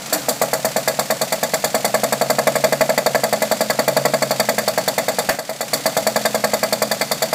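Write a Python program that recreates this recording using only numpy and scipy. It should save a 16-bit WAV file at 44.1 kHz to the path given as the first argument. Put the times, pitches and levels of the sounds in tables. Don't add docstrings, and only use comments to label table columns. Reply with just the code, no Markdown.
import sys
import numpy as np
from scipy import signal
from scipy.fft import rfft, irfft, next_fast_len
from scipy.io import wavfile
from scipy.ndimage import uniform_filter1d

SR = 44100
rng = np.random.default_rng(int(sys.argv[2]) if len(sys.argv) > 2 else 0)


def persist_wave(psi):
    counts = np.round(np.clip(psi, -1, 1) * 32767).astype(np.int16)
    wavfile.write(sys.argv[1], SR, np.atleast_2d(counts).T)


N = 323694


def undb(db):
    return np.exp(np.asarray(db) * (np.log(10) / 20))


def unit(x):
    return x / np.sqrt(np.mean(x ** 2))


def noise(points):
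    hz, db = np.transpose(points)
    size = next_fast_len(N, real=True)
    bin_hz = np.maximum(np.arange(size // 2 + 1) * SR / size, 1)
    gain = undb(np.interp(np.log(bin_hz), np.log(hz), db))
    return unit(irfft(rfft(rng.standard_normal(size)) * gain, size)[:N])


def flutter(rate_hz):
    position = np.arange(N) / SR * rate_hz
    return np.interp(position, np.arange(N // 4), rng.standard_normal(N // 4))


def strikes(times_s, sizes):
    out = np.zeros(N)
    inside = (times_s >= 0) & (times_s < N / SR)
    np.add.at(out, (times_s[inside] * SR).astype(int), sizes[inside])
    return out


def ring(x, response):
    return signal.fftconvolve(x, response)[:N]


def bursts(times_s, sizes, rise_s, hold_s, t60_s):
    t = np.arange(SR // 5) / SR
    shape = (1 - np.exp(-(t / rise_s) ** 2)) * undb(-60 * np.maximum(t - hold_s, 0) / t60_s)
    return ring(strikes(times_s, sizes), shape)


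def follow(law_db, rpm, idle_rpm=1200):
    # time in seconds, depth from 0 to 1.
    misfire = [(5.345, 0), (5.38, 1), (5.63, .55), (5.72, 0)]
    depth = np.interp(np.arange(N) / SR, *np.transpose(misfire))
    octaves = np.log2(rpm / idle_rpm)
    pick_up = uniform_filter1d(np.gradient(octaves) * SR, size=SR // 4)
    idle_db, speed_db, pick_up_db, misfire_db = law_db
    return idle_db + speed_db * octaves + pick_up_db * pick_up + misfire_db * depth


def rumble(knock_s, blow_db, rpm):
    # frequency in Hz, relative level in dB.
    spectrum = [(25, -54), (50, -45), (75, -30), (110, -28), (145, -6), (220, -2.5), (290, -1), (370, -17),
                (470, -4.5), (700, -3), (1000, -10), (1300, -9.5), (1356, -10.5), (1420, -10.5),
                (2500, -21.5), (3500, -49)]
    law_db = (-38.5, -4.5, 1, -4.5)
    jolts = bursts(knock_s, undb(blow_db + 6.5), rise_s=0.00097, hold_s=0.019, t60_s=0.16)
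    return noise(spectrum) * undb(follow(law_db, rpm) + 0.93 * flutter(60)) * (1 + jolts)


def hum(cycles, rpm):
    # multiple of the cycle rate, relative level in dB.
    orders = [(8, -12), (12, 1.5), (14, -8.5), (15, -6), (16, 1), (18, -5), (19, 2), (20, 1), (22, -6),
              (24, -4.5), (26, -6)]
    # frequency in Hz, gain in dB.
    booms = [(50, -33), (84, -8), (103, -26), (120, -4.5), (140, 6), (160, -9.5), (185, -3.5), (207, 1.5),
             (230, -9.5), (265, -0.5), (310, -2)]
    law_db = (-41, 9, 0, -12)
    cycle_hz = np.gradient(cycles) * SR
    out = np.zeros(N)
    for order, db in orders:
        boom_db = np.interp(order * cycle_hz, *np.transpose(booms))
        phase_turns = order * cycles + rng.random() + .015 * flutter(5)
        out += undb(db + boom_db + 1.3 * flutter(5)) * np.sin(2 * np.pi * phase_turns)
    return out * undb(follow(law_db, rpm))


def resonate(x, modes):
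    return sum((-1) ** k * undb(db) * signal.lfilter(*signal.iirpeak(hz, hz / width_hz, SR), x)
               for k, (hz, width_hz, db) in enumerate(modes))


def metal(contacts, cover_db):
    # frequency in Hz, width in Hz, gain in dB.
    cover = [(3413, 98, 1), (3692, 54, 3), (4408, 152, 3.5), (4775, 244, 2.5)]
    fittings = [(5840, 78, 0.5), (6492, 400, -10), (7332, 380, 2), (7760, 220, 0.5), (9400, 160, -37),
                (10980, 260, -5.5), (12150, 700, -3), (14500, 1900, -5.5)]
    drive = signal.sosfilt(signal.butter(4, 3000, "high", fs=SR, output="sos"), contacts)
    return undb(cover_db) * resonate(drive, cover) + resonate(drive, fittings)


def valve_gear(knock_s, rpm, cover_db):
    # share of the cycle after the knock, relative level in dB.
    valves = [(.08, -38), (.32, -0.5), (.575, 2), (.82, -1)]
    # frequency in Hz, relative level in dB.
    whirr = [(900, -11), (2000, 2), (3000, -1), (4600, 0.5), (5600, -0.5), (7500, 0), (9200, -5),
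             (12500, -8.5), (15500, -12)]
    law_db = (-32.5, -1.5, 0.2, -6)
    cycle_s = np.r_[2 * knock_s[0] - knock_s[1], knock_s, 2 * knock_s[-1] - knock_s[-2]]
    number = np.arange(len(cycle_s))
    share, db = np.transpose(valves)
    tick_s = np.interp((number[:, None] + share).ravel(), number, cycle_s)
    tick_db = np.tile(db, len(number)) + 2.5 * rng.standard_normal(len(tick_s))
    ticks = bursts(tick_s, undb(tick_db), rise_s=0.003, hold_s=0.0018, t60_s=0.064)
    drive = undb(follow(law_db, rpm) + flutter(900)) * (undb(-3.5) + undb(-1) * ticks)
    return drive * noise(whirr) + undb(-7) * metal(drive * noise(whirr), cover_db)


def stumbles():
    # start in seconds, level in dB.
    shudders = [(0.127, -22.5), (5.29, -17.5)]
    # frequency in Hz, relative level in dB.
    clatter = [(30, -45), (150, -23), (400, -9), (570, -16), (700, 1), (1000, -10), (1650, -3.5),
               (2400, -10.5), (4000, -24)]
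    # start in seconds, frequency in Hz, T60 in seconds, level in dB.
    thuds = [(.14, 305, .25, -23), (5.289, 45, .045, -20), (5.3, 565, .2, -20)]
    shudder_s, shudder_db = np.transpose(shudders)
    out = noise(clatter) * bursts(shudder_s, undb(shudder_db), rise_s=0.0007, hold_s=0.013, t60_s=0.19)
    for start_s, hz, t60_s, db in thuds:
        age_s = np.maximum(np.arange(N) / SR - start_s, 0)
        attack = 1 - np.exp(-age_s / .006)
        out += attack * np.sin(2 * np.pi * hz * age_s) * undb(db - 60 * age_s / t60_s)
    return out


def rattle(cycles, rattle_db, cover_db):
    # frequency in Hz, relative level in dB.
    spectrum = [(2200, -49), (3000, -22), (4000, 2.5), (5300, -5), (6000, -2), (8000, 1.5), (10000, -1),
                (15500, -11.5)]
    cap_db = 4
    strength_db = np.minimum(rattle_db, cap_db)[np.maximum(cycles, 0).astype(int)]
    share = cycles % 1

    def swell(rise, hold, t60):
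        return (1 - np.exp(-(share / rise) ** 2)) * undb(-60 * np.maximum(share - hold, 0) / t60)

    spray = swell(rise=0.021, hold=0.072, t60=0.4)
    tail = undb(-15.5) * swell(rise=0.14, hold=0.15, t60=3.4)
    contacts = (cycles > 0) * (spray + tail) * undb(strength_db + 2.76 * flutter(1800))
    chatter = undb(-22) * contacts * noise(spectrum)
    chatter += undb(-12) * metal(contacts * rng.standard_normal(N), cover_db)
    t = np.arange(SR // 50) / SR
    near = rng.standard_normal(len(t)) * undb(-60 * t / .02)
    return .96 * chatter + .33 * ring(chatter, near / np.linalg.norm(near))


def blow(blow_db, clack_db, period_s):
    # frequency in Hz, relative level in dB, T60 in seconds.
    modes = [(219, -28, 0.17), (282.7, -21, 0.028), (496, -25, 0.07), (568.9, -19, 0.1),
             (624.2, -15, 0.077), (653.1, -11, 0.14), (681, -28.5, 0.58), (820.7, -20, 0.12),
             (1104, -21, 0.038), (1287, -33.5, 0.21), (1619, -23.5, 0.045), (1734, -25, 0.042),
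             (2027, -17, 0.026), (2350, -20, 0.021)]
    # base delay in seconds, signed gain.
    rebounds = [(0.00271, -0.37), (0.0033, -0.67), (0.00558, 0.034), (0.00804, 0.64), (0.01034, -0.089),
                (0.01272, 0.44), (0.01466, 0.2), (0.01622, 0.26)]
    t = np.arange(SR // 6) / SR
    hz, db, t60_s = np.transpose(modes)[:, :, None]
    main_hz = hz.flat[np.argmax(db)]
    detune, scatter = rng.standard_normal((2, len(modes), 1))
    db = db + np.interp(hz, [800, 1400], [blow_db, clack_db]) + scatter * 0.65 * hz / 1000
    hz = hz * (1 + detune * np.interp(hz, [700, 1700], [.004, .015]))
    block = np.sum(np.cos(2 * np.pi * hz * t) * undb(db - 60 * t / t60_s), axis=0)
    block *= 1 - .5 * np.exp(-t / 0.00092)
    wait_s = np.round(max(period_s - .086, 0) * .26 * main_hz) / main_hz
    delays_s, gains = np.transpose(rebounds)
    delays_s = delays_s * (1 + .005 * rng.standard_normal(len(rebounds))) + wait_s * (delays_s > .01)
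    gains = gains * (1 + .12 * rng.standard_normal(len(rebounds)))
    echoes = sum(gain * np.interp(t - lag_s, t, block, left=0) for lag_s, gain in zip(delays_s, gains))
    damping_db = np.interp(t - wait_s, [.029, .038, .09], [0, -5, -12])
    return (block + echoes) * undb(damping_db)


def knock(knock_s, blow_db, clack_db):
    # frequency in Hz, relative level in dB.
    crunch_spectrum = [(100, -44), (500, -15), (900, -4), (1150, -1), (1450, -14.5), (1680, 4),
                       (1900, -3.5), (2100, -0.5), (2400, -8), (2900, -34)]
    bump_spectrum = [(60, -50), (380, -8), (500, 0), (620, 8), (730, -2), (950, -12), (1700, -27),
                     (3000, -46)]
    periods_s = np.gradient(knock_s)
    block = np.zeros(N + SR)
    for k, start in enumerate((knock_s * SR).astype(int)):
        hit = blow(blow_db[k], clack_db[k], periods_s[k])
        block[start:start + len(hit)] += hit
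    block = signal.sosfilt(signal.butter(6, 2350, fs=SR, output="sos"), block[:N])
    block = signal.sosfilt(signal.butter(2, 135, "high", fs=SR, output="sos"), block)
    crunch = noise(crunch_spectrum)
    crunch *= bursts(knock_s, undb(clack_db), rise_s=0.00037, hold_s=0.012, t60_s=0.019)
    bumps = noise(bump_spectrum)
    bumps *= bursts(knock_s + 0.502 * periods_s, undb(blow_db), rise_s=0.0018, hold_s=0.0076, t60_s=0.046)
    direct = undb(-0.94) * block + undb(-21.5) * crunch + undb(-28.5) * bumps
    t = np.arange(SR // 4) / SR
    walls = rng.standard_normal(len(t)) * undb(-60 * t / 0.33) * (t > .008)
    return direct + undb(-16.5) * ring(direct, walls / np.linalg.norm(walls))


def knock_schedule(cycles, rpm):
    blow_law = (1.14, 5, 1.03, -6.5)
    clack_law = (-0.7, 7.5, .5, -9)
    rattle_law = (1.42, -3.5, 0.4, -11)
    alternate_db = (0.1, 0.57, 0.34)
    scatter_db = (.7, 1.6, 1)
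    t = np.arange(N) / SR
    number = np.arange(int(cycles[-1]) + 1)
    knock_s = np.interp(number, cycles, t)
    uneven_db = np.outer((-1) ** number, alternate_db)
    uneven_db += rng.standard_normal((len(number), len(scatter_db))) * scatter_db
    levels_db = [np.interp(knock_s, t, follow(law, rpm)) for law in (blow_law, clack_law, rattle_law)]
    return knock_s, *(levels_db + uneven_db.T)


def scene():
    # time in seconds, speed in rpm.
    speed = [(0.155, 690.6), (0.446, 1035.1), (0.924, 1052.0), (1.766, 1169.0), (2.027, 1324.8),
             (2.402, 1412.6), (3.037, 1427.7), (3.346, 1286.3), (3.58, 1280.8), (4.135, 1431.1),
             (4.801, 1185.3), (5.27, 1154.2), (5.305, 1244.9), (5.742, 901.6), (6.11, 1308.4),
             (6.57, 1253.1), (6.878, 1283.3), (7.155, 1111.0)]
    # time in seconds, block gain in dB, cover gain in dB.
    exposure = [(0, -5, -3.5), (.5, 3, -2.5), (1.3, -0.9, 0.5), (2.8, 1.5, 1), (5, 0.5, 3),
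                (5.802, -0.8, 1), (6.4, 0, 2.5), (7.34, -2, 4.5)]
    t = np.arange(N) / SR
    rpm = np.interp(t, *np.transpose(speed))
    exposure_s, *gains_db = np.transpose(exposure)
    block_db, cover_db = (np.interp(t, exposure_s, db) for db in gains_db)
    first_knock_s = .1252
    cycles = np.cumsum(rpm / 60 / 2) / SR
    cycles -= np.interp(first_knock_s, t, cycles)
    knock_s, blow_db, clack_db, rattle_db = knock_schedule(cycles, rpm)
    blow_db = blow_db + np.interp(knock_s, t, block_db)
    mix = rumble(knock_s, blow_db, rpm) + knock(knock_s, blow_db, clack_db)
    mix += rattle(cycles, rattle_db, cover_db) + valve_gear(knock_s, rpm, cover_db)
    return (mix + hum(cycles, rpm) + stumbles())[None]


def record(dry):
    ceiling, top_hz = 0.76, 15300
    rounded = ceiling * np.tanh(dry / ceiling)
    return signal.sosfilt(signal.ellip(8, .2, 70, top_hz, fs=SR, output="sos"), rounded)


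dry = scene()
out = record(dry)
persist_wave(out)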